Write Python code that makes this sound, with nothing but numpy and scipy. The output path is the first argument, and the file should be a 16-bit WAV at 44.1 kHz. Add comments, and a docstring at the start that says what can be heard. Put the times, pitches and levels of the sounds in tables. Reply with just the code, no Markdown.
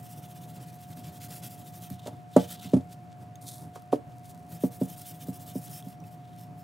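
"""A rag scrubs an oily steel axe head on newspaper on a wooden bench: stick-slip friction makes a hiss
that follows each stroke and faintly excites the steel's modes. Gloves tick and crinkle. The head scrapes
over the paper and is turned over, each impact ringing the bench. A spray can is lifted, squirts foam in
a turbulent jet and is set down; the scrubbing goes on. A small workshop rumbles and a fan hums."""
import sys
import numpy as np
from scipy import signal
from scipy.fft import rfft, irfft
from scipy.io import wavfile
from scipy.ndimage import uniform_filter1d, map_coordinates

SR = 44100
rng = np.random.default_rng(int(sys.argv[2]) if len(sys.argv) > 2 else 0)


def unload_wav(signal):
    """Save mono or channel-first audio to the path in sys.argv[1] as 16-bit WAV at rate SR, clipped to [-1, 1]."""
    wavfile.write(
        sys.argv[1],
        SR,
        np.round(np.clip(np.atleast_2d(signal).T, -1, 1) * 32767).astype(np.int16),
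    )


N = 292383
TIME = np.arange(N) / SR
BINS = np.fft.rfftfreq(N, 1 / SR)
TURNED_S, VALVE_SHUT_S = 2.36, 3.645  # the head is turned over; the squirt is released

# impacts of axe head and can: (time [s], force level [dB], contact hardness [Hz], low cutoff [Hz])
AXE_IMPACTS = [(1.906, -16, 162, 91), (2.061, -28, 770, 400), (2.077, -24.5, 724, 393),
               (2.3635, 0.5, 622, 210), (2.65, -20.5, 195, 90), (2.7345, -2.5, 373, 120),
               (2.7651, -2, 241, 284), (4.6361, -5, 344, 238), (4.814, -10, 363, 141),
               (5.2844, -18.5, 312, 50), (5.555, -16, 330, 154), (5.865, -21, 190, 131)]
CAN_IMPACTS = [(3.757, -32.5, 1810, 680), (3.773, -44, 1600, 600), (3.9268, -10, 760, 290),
               (3.937, -36, 450, 250)]
# spectra of coarse friction and of fine crinkling: (frequency [Hz], relative level [dB])
DRAG_SPECTRUM = [(300, 0.5), (900, -9.5), (1500, 1), (2100, -3), (2600, -2), (3100, 1), (3600, 1.5),
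                 (4400, -2.5), (5600, -3.5), (8000, -4), (16000, -31)]
CRINKLE_SPECTRUM = [(1000, -30), (3500, -1.5), (6500, 1), (9000, 2), (12000, 0.5), (16000, -1.5)]


def amp(db):
    """Amplitude ratio of a level in decibels."""
    return 10 ** (np.asarray(db) / 20)


def unit(x):
    """Normalisation to rms 1."""
    return x / np.sqrt(np.mean(x ** 2) + 1e-20)


def read(points, hz):
    """Interpolation on a log-frequency axis."""
    f, value = np.transpose(points)
    return np.interp(np.log(hz + 1), np.log(f + 1), value)


def add(mix, s, sound):
    """Superposition of a sound on the mix at time s."""
    at = round(s * SR)
    sound = sound[max(-at, 0):]
    part = mix[max(at, 0):][:len(sound)]
    part += sound[:len(part)]


def colour(x, spectrum):
    """Spectral shaping, at rms 1."""
    return unit(irfft(rfft(x) * amp(read(spectrum, BINS)), N))


def drift(hz):
    """Random fluctuation: low-pass noise of rms 1."""
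    return unit(irfft(rfft(rng.standard_normal(N)) / (1 + (BINS / hz) ** 4), N))


def grains(per_s, spread_db):
    """Shot noise: a Poisson train of impulses of random size."""
    size = amp(spread_db * np.minimum(rng.exponential(1, N), 5))
    return unit(rng.standard_normal(N) * size * (rng.random(N) < per_s / SR))


def place(x, left_db):
    """Direction by a level difference between the channels."""
    return x * amp(np.array([[left_db], [-left_db]]) / 2)


def swing(length_s):
    """Reciprocating motion: the hand is fastest near mid-stroke and slowest at the turns."""
    u = np.linspace(0, 1, max(round(length_s * SR), 8))
    return unit(0.19 + abs(np.sin(np.pi * u ** 0.99)) ** 1.13)


def surface_db(s):
    """Lubrication sets the drag at time s: the wiped side, then the drier side, then fresh oil."""
    wiped_db, dry_db, oiled_db = 0, 4.5, -3
    return oiled_db if s > VALVE_SHUT_S else dry_db if s > TURNED_S else wiped_db


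def strokes():
    """Friction envelopes: hiss follows the hand's speed, and drag grows as a weaker power of it."""
    # runs of equal strokes: (start [s], end [s], strokes [count], hiss level [dB], swell over run [dB])
    runs = [(-0.045, 0.15, 3, -53.5, 2), (0.149, 0.782, 10, -57, -2), (0.782, 1.196, 5, -56, 3),
            (1.2, 1.278, 1, -48, 0), (1.281, 1.414, 1, -47.5, 1), (1.417, 1.563, 2, -48, -4.5),
            (1.56, 1.799, 3, -54.5, 1.5), (1.801, 1.968, 2, -54, -5.5), (2.383, 2.563, 2, -49, 7),
            (2.605, 2.677, 1, -56.5, -5), (4.484, 4.696, 2, -52, 1.5), (4.705, 5.128, 5, -50, 6),
            (5.123, 5.195, 1, -57, 3), (5.191, 5.451, 4, -52, -1), (5.451, 5.687, 3, -49.5, 1.5),
            (5.68, 5.955, 2, -53.5, -12.5), (6.042, 6.16, 2, -64, -1), (6.37, 6.46, 1, -62.5, 0),
            (6.568, 6.63, 1, -65, -1)]
    easy_hiss_db, easy_drag_db, drag_exponent = -53, -58.5, 0.67
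    hiss, drag = np.zeros(N), np.zeros(N)
    for start, end, count, run_db, swell_db in runs:
        length = (end - start) / count
        levels = run_db + swell_db * np.linspace(-.5, .5, count) + 0.2 * rng.standard_normal(count)
        for k, db in enumerate(levels):
            stroke = amp(db) * swing(length)
            effort = (stroke / amp(easy_hiss_db)) ** drag_exponent
            add(hiss, start + k * length, stroke)
            add(drag, start + k * length, amp(easy_drag_db + surface_db(start)) * effort)
    return uniform_filter1d(hiss, size=160), uniform_filter1d(drag, size=160)


def reflection(x, delay_s, db):
    """Comb filtering: a sound interferes with an echo whose path changes as the hand moves."""
    return x + amp(db) * map_coordinates(x, [(TIME - delay_s) * SR], order=3, mode="wrap")


def steel_ring(hiss):
    """Forced resonance: friction drives the head's modes, whose balance shifts as it is tipped up."""
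    # steel modes: (frequency [Hz], bandwidth [Hz], drive lying flat [dB], drive tipped up [dB])
    modes = [(5330, 22, -3, 16), (8100, 31, 3, -3), (13530, 34, 8, 2), (13800, 80, -3, 15.5),
             (14700, 60, 4, 0)]
    tipping_s = [5.26, 6.2]
    out = np.zeros(N)
    for hz, width, flat_db, tipped_db in modes:
        drive_db = np.interp(TIME, tipping_s, [flat_db, tipped_db])
        drive = rng.standard_normal(N) * hiss * amp(drive_db + 3 * drift(hz=6))
        out += signal.lfilter(*signal.iirpeak(hz, hz / width, fs=SR), drive)
    return out


def rag():
    """Stick-slip friction: fibres catch on pitted steel, and the push shakes the bench."""
    # spectra of slipping fibres and of the pushed bench: (frequency [Hz], relative level [dB])
    fibre_spectrum = [(1000, -13), (3000, -31), (5000, -2), (6800, -1.5), (9500, 2.5), (13000, 4),
                      (15000, -1), (16000, 5.5)]
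    shove_spectrum = [(40, -81), (90, -11), (135, 1), (180, 6.5), (260, -3), (400, -24), (800, -32),
                      (2000, -64)]
    hiss, drag = strokes()
    pressure = amp(1.2 * drift(hz=70))
    fibres = colour(grains(per_s=14000, spread_db=2.5), fibre_spectrum) * hiss
    coarse = colour(grains(per_s=12000, spread_db=1), DRAG_SPECTRUM) * drag * amp(-1 + 2.4 * drift(hz=25))
    slip = (fibres + coarse) * pressure
    # the bench reflects the hiss
    slip = reflection(slip, delay_s=.00036 * amp(2 * drift(hz=7)), db=-12)
    slip = reflection(slip, delay_s=.0016 * amp(.6 * drift(hz=4)), db=-10)
    shove = colour(rng.standard_normal(N), shove_spectrum) * drag * amp(-0.5)
    return slip + amp(1) * steel_ring(hiss) + shove


def glove_ticks():
    """Adhesion: oily rubber sticks and lets go in loose clusters of faint ticks."""
    return colour(grains(per_s=500, spread_db=3.5), CRINKLE_SPECTRUM) * amp(-79 + 5.5 * drift(hz=4))


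def workshop():
    """Partly coherent background noise: rumble and air, with a fan's tones common to both channels."""
    # spectra of rumble and air noise: (frequency [Hz], relative level [dB])
    rumble_spectrum = [(25, -55), (50, -85), (75, -11), (100, -3), (125, -2.5), (170, 2.5), (205, -13),
                       (255, -8), (380, -19), (520, -22.5), (630, -19), (850, -23.5), (1300, -31.5),
                       (2500, -49.5)]
    air_spectrum = [(300, -11), (1000, 4), (1800, 3.5), (2600, -0.5), (3600, -6), (6000, -10.5),
                    (10000, -14), (16000, -25)]
    # left-right likeness of the noise: (frequency [Hz], correlation [0-1])
    correlation = [(100, 0.97), (600, 0.69), (1200, 0.16), (2500, 0.53), (5000, 1), (15000, 1)]
    # fan tones: (frequency [Hz], level [dB], rms frequency deviation [Hz])
    fan_tones = [(720.3, -52.5, 0.38), (117.8, -53.5, 2.81), (621, -69, 5.23)]

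    def noise(power_share):
        rumble = amp(-48 + 2 * drift(hz=7.6)) * colour(rng.standard_normal(N), rumble_spectrum)
        air = amp(-66) * colour(rng.standard_normal(N), air_spectrum)
        return irfft(np.sqrt(power_share) * rfft(rumble + air), N)

    alike = read(correlation, BINS)
    mid, side = noise((1 + alike) / 2), noise((1 - alike) / 2)
    hum = np.zeros(N)
    for hz, db, waver in fan_tones:
        phase = 2 * np.pi * np.cumsum(hz + waver * drift(hz=6.63)) / SR
        hum += amp(db) * np.sqrt(2) * np.sin(phase)
    return place(np.array([mid + side, mid - side]) + hum, left_db=-.3)


def edge_scrape():
    """Sliding friction: the head's edge drags over the newspaper."""
    # slides: (start [s], end [s], level [dB])
    slides = [(1.84, 2.23, -66), (2.327, 2.492, -57), (2.53, 2.74, -57), (6.18, 6.463, -72)]
    # steel on paper: (frequency [Hz], relative level [dB])
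    spectrum = [(1000, -6), (2200, -19), (2900, -2), (3700, 2), (4600, -8), (7000, -10), (14000, -12.5)]
    envelope = np.zeros(N)
    for start, end, db in slides:
        add(envelope, start, amp(db) * swing(end - start))
    return colour(grains(per_s=6500, spread_db=0), spectrum) * envelope * amp(4.15 * drift(hz=49))


def tap(db, hz, t60):
    """Damped oscillation of one mode, roughened by a shorter scuff of noise."""
    t = np.arange(SR // 10) / SR
    scuff = rng.standard_normal(len(t)) * amp(-100 * t / t60)
    ring = np.sin(2 * np.pi * hz * t) * amp(-60 * t / t60) * np.minimum(t * hz / 3, 1)
    return amp(db) * (amp(-3.5) * ring + amp(-7) * scuff)


def clicks():
    """Contact transients: light taps during the work, and the nozzle snapping down before the squirt."""
    # taps of can, steel and gloves: (time [s], level [dB], frequency [Hz], T60 [s])
    taps = [(1.902, -31.5, 12150, 0.0094), (2.367, -21, 7100, .007), (2.597, -44, 3700, .02),
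            (3.558, -38, 11600, 0.012), (3.821, -46, 1300, .028), (3.958, -38, 3000, .007),
            (5.825, -41, 3380, .018), (6.002, -49, 5820, 0.024), (6.039, -48, 2600, .037)]
    # nozzle modes: (frequency [Hz], level [dB], T60 [s])
    nozzle_modes = [(3620, -47, .026), (6500, -41.5, .021), (8900, -58, .028)]
    press_s = 3.356
    out = np.zeros(N)
    for s, db, hz, t60 in taps:
        add(out, s, tap(db, hz, t60))
    add(out, press_s, sum(tap(db, hz, t60) for hz, db, t60 in nozzle_modes))
    return out


def knocks(impacts, modes):
    """Modal response to impact: a harder contact excites higher modes."""
    t, out = np.arange(SR // 2) / SR, np.zeros(N)
    # neighbouring modes swing in antiphase, so the thump takes a few milliseconds to build
    body = sum((-1) ** k * amp(db - 60 * t / t60) * np.sin(2 * np.pi * hz * t)
               for k, (hz, db, t60) in enumerate(modes))
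    for s, db, hard_hz, low_hz in impacts:
        thump = signal.sosfilt(signal.butter(3, hard_hz, fs=SR, output="sos"), body)
        thump = signal.sosfilt(signal.butter(2, low_hz, "high", fs=SR, output="sos"), thump)
        add(out, s, amp(db) * thump)
    return out


def paper_crunch():
    """Crushing noise: each impact compresses the newspaper, louder the stronger and harder it is."""
    # crushed paper: (frequency [Hz], relative level [dB])
    spectrum = [(500, 12.5), (1500, 11), (3500, 6), (7500, 3.5), (10000, 5), (16000, -10)]
    reference_hz, db_per_octave, t60 = 383, 11, 0.13
    t, envelope = np.arange(SR // 4) / SR, np.zeros(N)
    for s, force_db, hard_hz, _ in AXE_IMPACTS + CAN_IMPACTS:
        onset_db = force_db - 44 + db_per_octave * np.log2(hard_hz / reference_hz)
        add(envelope, s, amp(onset_db - 60 * t / t60))
    return envelope * colour(rng.standard_normal(N), spectrum)


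def grip_rustle():
    """Buckling: rubber and newspaper crinkle as the grip shifts, building to a snap and dying away."""
    # rustles: (peak time [s], duration [s], hiss level [dB], crackle level [dB])
    rustles = [(2.08, 0.062, -48, -47.5), (2.327, 0.083, -59.5, -61), (2.742, 0.056, -52.5, -48),
               (2.811, 0.034, -72, -61), (2.93, .07, -50, -56), (3.127, 0.043, -79, -63),
               (3.229, 0.086, -60.5, -74), (3.758, 0.04, -52, -56), (3.925, 0.015, -46, -46),
               (4.125, 0.11, -68, -69), (4.258, 0.048, -53, -63), (4.306, 0.079, -50, -72)]
    ends_db, rise_share = -20.5, 0.63
    hiss, crackle = np.zeros(N), np.zeros(N)
    for s, length, hiss_db, crackle_db in rustles:
        u = np.linspace(0, 1, round(length * SR))
        shape = amp(np.interp(u, [0, rise_share, 1], [ends_db, 0, ends_db]))
        add(hiss, s - rise_share * length, amp(hiss_db) * shape)
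        add(crackle, s - rise_share * length, amp(crackle_db) * shape)
    fine = colour(grains(per_s=6600, spread_db=2), CRINKLE_SPECTRUM) * hiss * amp(-1.5)
    coarse = colour(grains(per_s=2700, spread_db=3), DRAG_SPECTRUM) * crackle
    return (fine + coarse) * amp(1.9 * drift(hz=110))


def burst(start_s, rise_s, release_s, fade_db_per_s):
    """Flow envelope: linear rise, hold, and exponential decay after the release."""
    rise = np.clip((TIME - start_s) / rise_s, 0, 1)
    return rise * amp(-fade_db_per_s * np.clip(TIME - release_s, 0, 1))


def spray():
    """Turbulent jet noise: gas hisses through the open valve, and foam leaves the straw in one gush."""
    # spectra of the gas jet and of spluttering foam: (frequency [Hz], relative level [dB])
    jet_spectrum = [(2000, -30), (4500, -7.5), (7000, -8), (8700, 0.5), (10500, 0), (12200, -2),
                    (13500, -3), (16000, -10)]
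    foam_spectrum = [(500, -17), (2000, -16), (3000, -14), (3600, 3), (4500, -1.5), (6000, -0.5),
                     (9000, -3), (16000, -34)]
    open_s, sag_db_per_s = 3.41, 22  # the flow weakens while the nozzle is held
    valve = burst(open_s, rise_s=0.006, release_s=VALVE_SHUT_S, fade_db_per_s=330)
    valve *= amp(-sag_db_per_s * np.clip(TIME - open_s, 0, 1))
    gush = burst(start_s=3.46, rise_s=0.026, release_s=3.486, fade_db_per_s=246)
    jet = colour(grains(per_s=18000, spread_db=2.5), jet_spectrum) * (amp(-53.5) + amp(-46.5) * gush)
    foam = colour(grains(per_s=2700, spread_db=-1.5), foam_spectrum) * (amp(-62) + amp(-46) * gush)
    return (jet + foam) * valve * amp(2.2 * drift(hz=110))


def room(x):
    """Diffuse reverberation: a short tail, different in each ear, lasting longest in the midrange."""
    # reverberation time: (frequency [Hz], T60 [s])
    decay_times = [(100, 0.091), (300, 0.16), (1000, 0.25), (4000, 0.1), (15000, 0.093)]
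    build_s = .02
    hz, t, noise = signal.stft(rng.standard_normal((2, SR // 2)), SR, nperseg=256)
    envelope = amp(-60 * t / read(decay_times, hz)[:, None]) * np.minimum(t / build_s, 1)
    tail = signal.istft(noise * envelope, SR, nperseg=256)[1]
    return signal.fftconvolve(x, tail / np.linalg.norm(tail[0]), axes=1)[:, :N]


def scene():
    """Superposition of the direct sound of the work, its reverberation and the background."""
    # modes of the bench under the axe, and of the can on the bench: (frequency [Hz], level [dB], T60 [s])
    bench_modes = [(93, -17, 0.42), (128.1, -8.5, 0.16), (183.8, -2.5, 0.15), (260.7, 1.5, 0.1),
                   (301, -18.5, .15), (344.3, -12.5, 0.13), (479, -5.5, 0.12), (482, -15, 0.17),
                   (595, 6, 0.037), (702.5, -11.5, 0.15), (795, -5, 0.048), (848, -8.5, 0.099),
                   (941, -5, 0.074), (1157, -8, 0.11), (1305, -5, 0.066), (1520, -13.5, 0.2),
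                   (1745, -8.5, 0.078), (1973, -8.5, 0.11)]
    can_modes = [(140, -3, 0.13), (252, 0.5, 0.1), (292.6, 1.5, 0.12), (367, 1.5, 0.062), (449, 4, 0.057),
                 (520, 2.5, 0.053), (595, -3.5, 0.082), (660, -8, 0.061), (727, 3.5, 0.054),
                 (940, -5, 0.048), (1100, -1.5, 0.043), (1250, -7, 0.056), (1450, -4.5, 0.026)]
    hisses = rag() + grip_rustle() + glove_ticks() + spray() + edge_scrape()
    axe = place(knocks(AXE_IMPACTS, bench_modes), left_db=-1) * amp(-7.5)
    can = place(knocks(CAN_IMPACTS, can_modes), left_db=-2.3) * amp(-7)
    blows = axe + can + paper_crunch() + clicks()
    return hisses + blows + room(amp(-32.5) * hisses + amp(-22) * blows) + workshop()


def record(dry):
    """Phase difference and band limiting at two closely spaced microphone ports."""
    # lead of the left port over the right: (frequency [Hz], phase [rad])
    port_lead = [(100, 0.026), (500, -0.21), (780, 0.63), (1600, -1.1), (2000, -0.84), (2900, -0.54),
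                 (4000, 0), (10000, 0), (11300, -1.04), (12700, -0.22)]
    low_cut_hz, high_cut_hz = 65, 15800
    phase_shift = np.exp(1j * np.array([[1], [-1]]) * read(port_lead, BINS) / 2)
    bass_rolloff = BINS ** 2 / np.hypot(BINS ** 2, low_cut_hz ** 2)
    heard = irfft(rfft(dry) * phase_shift * bass_rolloff, N)
    lowpass = signal.firwin(511, high_cut_hz, window=("kaiser", 9), fs=SR)
    return signal.oaconvolve(heard, lowpass[None], "same", axes=1)


dry = scene()
out = record(dry)
unload_wav(out)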